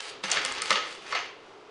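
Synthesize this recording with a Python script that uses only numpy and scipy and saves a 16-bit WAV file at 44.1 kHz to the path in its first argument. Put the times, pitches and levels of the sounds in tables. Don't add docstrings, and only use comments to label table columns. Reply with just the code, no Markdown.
import sys
import numpy as np
from scipy import signal
from scipy.fft import rfft, irfft
from scipy.io import wavfile
from scipy.ndimage import uniform_filter1d

SR = 44100
rng = np.random.default_rng(int(sys.argv[2]) if len(sys.argv) > 2 else 0)


def dump_mix(stems):
    frames = np.atleast_2d(stems).T
    limited = np.clip(frames, -1, 1)
    pcm = np.round(limited * 32767).astype(np.int16)
    wavfile.write(sys.argv[1], SR, pcm)


N = 74970


def undb(db):
    return 10 ** (np.asarray(db) / 20)


def unit(x):
    return x / np.sqrt(np.mean(x ** 2))


def blow(x):
    return x * np.sqrt(.01 * SR / np.sum(x ** 2))


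def add(out, start_s, x):
    i = max(int(start_s * SR), 0)
    out[i:i + len(x)] += x[:N - i]


def on_log_axis(hz, points):
    point_hz, value = np.array(points).T
    return np.interp(np.log(np.maximum(hz, 1)), np.log(point_hz), value)


def colour(x, points, size=4096):
    gain = undb(on_log_axis(np.fft.rfftfreq(size, 1 / SR), points))
    cepstrum = irfft(np.log(gain))
    cepstrum[1:size // 2] *= 2
    cepstrum[size // 2 + 1:] = 0
    response = irfft(np.exp(rfft(cepstrum)))
    return signal.fftconvolve(x, response)[:len(x)]


def band(x, hz, width_hz):
    q = hz / min(width_hz, SR / 3)
    return signal.lfilter(*signal.iirpeak(hz, q, fs=SR), x)


def double_band(x, hz, width_hz):
    return band(band(x, hz, width_hz), hz, width_hz)


def dull(x, hz, order=2):
    return signal.sosfilt(signal.butter(order, min(hz, SR / 3), fs=SR, output="sos"), x)


def thin(x, hz):
    return signal.sosfilt(signal.butter(3, hz, "high", fs=SR, output="sos"), x)


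def walk(rate_hz):
    hold = int(SR / rate_hz)
    steps = np.repeat(rng.standard_normal(N // hold + 1), hold)
    return unit(uniform_filter1d(steps, hold)[:N])


def ring(x):
    # mode_hz, relative level_db
    box_modes = [(480, 1.5), (572, 3.5), (1133, 10), (1215, 5), (1301, 8.5), (1440, 5), (1770, 7),
                 (1903, 7.5), (2080, 13.5), (2398, 0), (2860, -13), (4440, 15.5), (6200, 14)]
    t60_s = .06
    t = np.arange(len(x)) / SR
    modes = sum(undb(level_db) * np.cos(2 * np.pi * mode_hz * t) for mode_hz, level_db in box_modes)
    response = modes * np.exp(-np.log(1000) * t / t60_s)
    return signal.fftconvolve(x, response)[:len(x)]


def ventilation(waver_db=1.9):
    # frequency_hz, relative level_db (per Hz)
    air_colour = [(25, -15), (55, -27.5), (120, -12.5), (230, -12.5), (400, 0.5), (540, -5), (800, -7),
                  (1350, -8), (1800, -17), (2900, -17.5), (5000, -24.5), (10500, -43)]
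    air_db, duct_db = -51, -58
    duct_hz, duct_width_hz = 422, 40
    air = unit(colour(rng.standard_normal(N), air_colour))
    air *= undb(air_db + waver_db * walk(13.1))
    duct = double_band(rng.standard_normal(N), duct_hz, duct_width_hz)
    return air + undb(duct_db) * unit(duct)


def grains():
    grains_per_s, range_db = 3100, 14
    clicks = rng.random(N) < grains_per_s / SR
    return clicks * rng.choice([-1, 1], N) * undb(-range_db * rng.random(N))


def catches():
    catches_per_s, decay_s, surge_db = 90, .002, 8
    tears = (rng.random(N) < catches_per_s / SR) * rng.uniform(0.55, 1, N)
    surge = signal.lfilter([1], [1, -np.exp(-1 / (decay_s * SR))], tears)
    return unit(undb(surge_db * np.minimum(surge, 1)))


def blade_scrape(ring_db=-9):
    # time_s, relative rasp_db (cardboard), relative hiss_db (tape)
    scrape_moves = [(0, -35.5, -51), (0.032, -45.5, -41.5), (0.056, -37.5, -45), (.10, -46.5, -38.5),
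                    (.125, -48, -75), (.222, -61, -67), (0.237, -37, -40.5), (.30, -33, -47),
                    (.335, -27, -33.5), (0.40, -37, -53.5), (.42, -35, -44), (.48, -32.5, -43.5),
                    (.55, -39, -45), (.58, -33, -52), (.61, -40, -64), (.635, -39.5, -41),
                    (0.699, -33, -36.5), (.785, -32, -67), (.82, -38, -55), (.91, -44.5, -45),
                    (1.0, -53.5, -59), (1.05, -45.5, -56), (1.11, -39, -45), (1.19, -36.5, -68.5),
                    (1.25, -44.5, -58), (1.34, -64.5, -82)]
    # frequency_hz, relative level_db (per Hz)
    rasp_colour = [(40, -15), (150, -24), (300, -0.5), (800, 7.5), (1300, 7), (2700, 10), (4500, 3.5),
                   (7000, -2), (10500, -43)]
    hiss_colour = [(500, -30), (2300, -3), (4600, 2), (5600, -6), (8300, -6), (10500, -12)]
    t = np.arange(N) / SR
    time_s, rasp_db, hiss_db = np.array(scrape_moves).T
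    slips = grains()
    rasp = unit(colour(slips, rasp_colour)) + undb(ring_db) * unit(ring(slips))
    hiss = unit(colour(grains(), hiss_colour))
    rasp *= undb(np.interp(t, time_s, rasp_db))
    hiss *= undb(np.interp(t, time_s, hiss_db))
    return (rasp + hiss) * catches()


def tape_snaps(dull_hz=8500):
    # start_s, relative level_db, centre_hz, width_hz
    snap_events = [(.005, -28, 2700, 1500), (0.3016, -28, 6500, 3100), (0.3136, -26, 6650, 2500),
                   (0.316, -14.5, 6540, 1780), (0.319, -19.5, 5000, 4500), (0.3292, -24, 6800, 8000),
                   (0.4496, -19, 5840, 8000), (0.4615, -25, 3570, 2500), (0.523, -30.5, 7500, 5000),
                   (0.6191, -23.5, 8800, 3460), (0.6208, -22.5, 4200, 6000), (.7062, -19, 4130, 2500),
                   (0.718, -25, 4400, 3000)]
    decay_s = .0009
    out = np.zeros(N)
    t = np.arange(N // 100) / SR
    for start_s, level_db, centre_hz, width_hz in snap_events:
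        burst = rng.standard_normal(len(t)) * np.exp(-t / decay_s)
        crack = dull(band(burst, centre_hz, width_hz), dull_hz, order=4)
        add(out, start_s, undb(level_db) * blow(crack))
    return out


def cardboard_knocks():
    # start_s, relative level_db, thin_hz (high-pass), dull_hz (low-pass), crumple_s (decay),
    # relative thump_db, spot_hz (resonance of the struck spot)
    knock_events = [(0.2369, -21.5, 170, 5600, 0.0063, 8.5, 1026), (.3190, -18, 295, 5800, 0.014, -19, 730),
                    (.3580, -15, 446, 4180, 0.036, 0.5, 1474), (0.3705, -16, 630, 2740, 0.0026, 3, 1880),
                    (0.4506, -22.5, 200, 5440, 0.0051, 2, 1260),
                    (0.6204, -24, 230, 4600, 0.013, -3.5, 1290), (0.7056, -12, 327, 6500, 0.0022, 0, 1280),
                    (0.7116, -11, 300, 2580, 0.0074, 0.5, 1235), (0.7253, -16, 427, 6960, 0.0081, -1, 2730),
                    (0.756, -16, 398, 3540, 0.0035, -23, 2850), (.768, -18, 350, 3600, 0.012, -19, 523),
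                    (1.1231, -16.5, 480, 2500, 0.0087, -12, 1150),
                    (1.1485, -15.5, 600, 3520, 0.011, -28, 742),
                    (1.1620, -16.5, 800, 2490, 0.024, -42, 2430)]
    # frequency_hz, relative level_db (per Hz)
    card_colour = [(40, -54), (120, -31.5), (330, -20.5), (540, 4), (830, -19.5), (1200, 3.5), (2200, 1),
                   (4000, 0), (6500, -5), (10500, -16)]
    attack_s = 0.00044
    ring_db, spot_db, base_thump_db = -6, -5, -23
    spot_q = 3.5
    thump_centre_hz, thump_width_hz = 200, 115
    out = np.zeros(N)
    t = np.arange(N // 5) / SR
    for start_s, level_db, thin_hz, dull_hz, crumple_s, thump_db, spot_hz in knock_events:
        envelope = np.exp(-t / crumple_s) * (1 - np.exp(-t / attack_s))
        push = dull(rng.standard_normal(len(t)) * envelope, dull_hz)
        spot = blow(double_band(push, spot_hz, spot_hz / spot_q))
        panels = blow(colour(push, card_colour)) + undb(ring_db) * blow(ring(push))
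        body = thin(blow(panels + undb(spot_db) * spot), thin_hz)
        thump = blow(double_band(push, thump_centre_hz, thump_width_hz))
        knock = body + undb(base_thump_db + thump_db) * thump
        add(out, start_s, undb(level_db) * knock)
    return out


def flap_groans(waver=0.092):
    # centre_s, length_s (spread of the bell-shaped swell), pitch_hz, level_db
    groan_events = [(.243, .008, 370, -46), (.262, .018, 200, -53), (.402, .012, 250, -50),
                    (.497, .017, 270, -49), (.572, .014, 320, -55)]
    out = np.zeros(N)
    t = np.arange(N) / SR
    for centre_s, length_s, pitch_hz, level_db in groan_events:
        swell = np.exp(-.5 * ((t - centre_s) / length_s) ** 2)
        unsteady_hz = pitch_hz * (1 + waver * walk(100.4))
        note = unit(np.sin(2 * np.pi * np.cumsum(unsteady_hz) / SR))
        out += undb(level_db) * swell * note
    return out


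def room_response():
    # frequency_hz, t60_s
    room_t60 = [(150, 0.45), (500, 0.48), (1400, 0.46), (3600, 0.55), (6500, 0.36), (10000, 0.19)]
    build_s, gap_s = 0.0016, 0.00037
    t = np.arange(N // 2) / SR
    spectrum = rfft(rng.standard_normal(len(t)))
    hz = np.fft.rfftfreq(len(t), 1 / SR)
    edges_hz = np.append(0, np.geomspace(150, SR / 2, 48))
    tail = np.zeros(len(t))
    for low_hz, high_hz in zip(edges_hz, edges_hz[1:]):
        t60_s = on_log_axis((low_hz + high_hz) / 2, room_t60)
        band_noise = irfft(spectrum * ((hz >= low_hz) & (hz < high_hz)), len(t))
        tail += band_noise * np.exp(-np.log(1000) * t / t60_s)
    tail *= 1 - np.exp(-np.maximum(t - gap_s, 0) / build_s)
    return tail / np.sqrt(np.sum(tail ** 2))


def scene(knock_db=-9.0, snap_db=-9, scrape_db=-3):
    scrape_send_db, snap_send_db, room_db = 2, -4, -7
    scrape = undb(scrape_db) * blade_scrape()
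    snaps = undb(snap_db) * tape_snaps()
    box = undb(knock_db) * cardboard_knocks() + flap_groans()
    room_feed = box + undb(scrape_send_db) * scrape + undb(snap_send_db) * snaps
    echo = signal.fftconvolve(room_feed, room_response())[:N]
    mix = box + scrape + snaps + undb(room_db) * echo + ventilation()
    return mix[None]


def record(dry):
    top_hz = 10350
    return signal.sosfilt(signal.ellip(10, .2, 75, top_hz, fs=SR, output="sos"), dry)


dry = scene()
out = record(dry)
dump_mix(out)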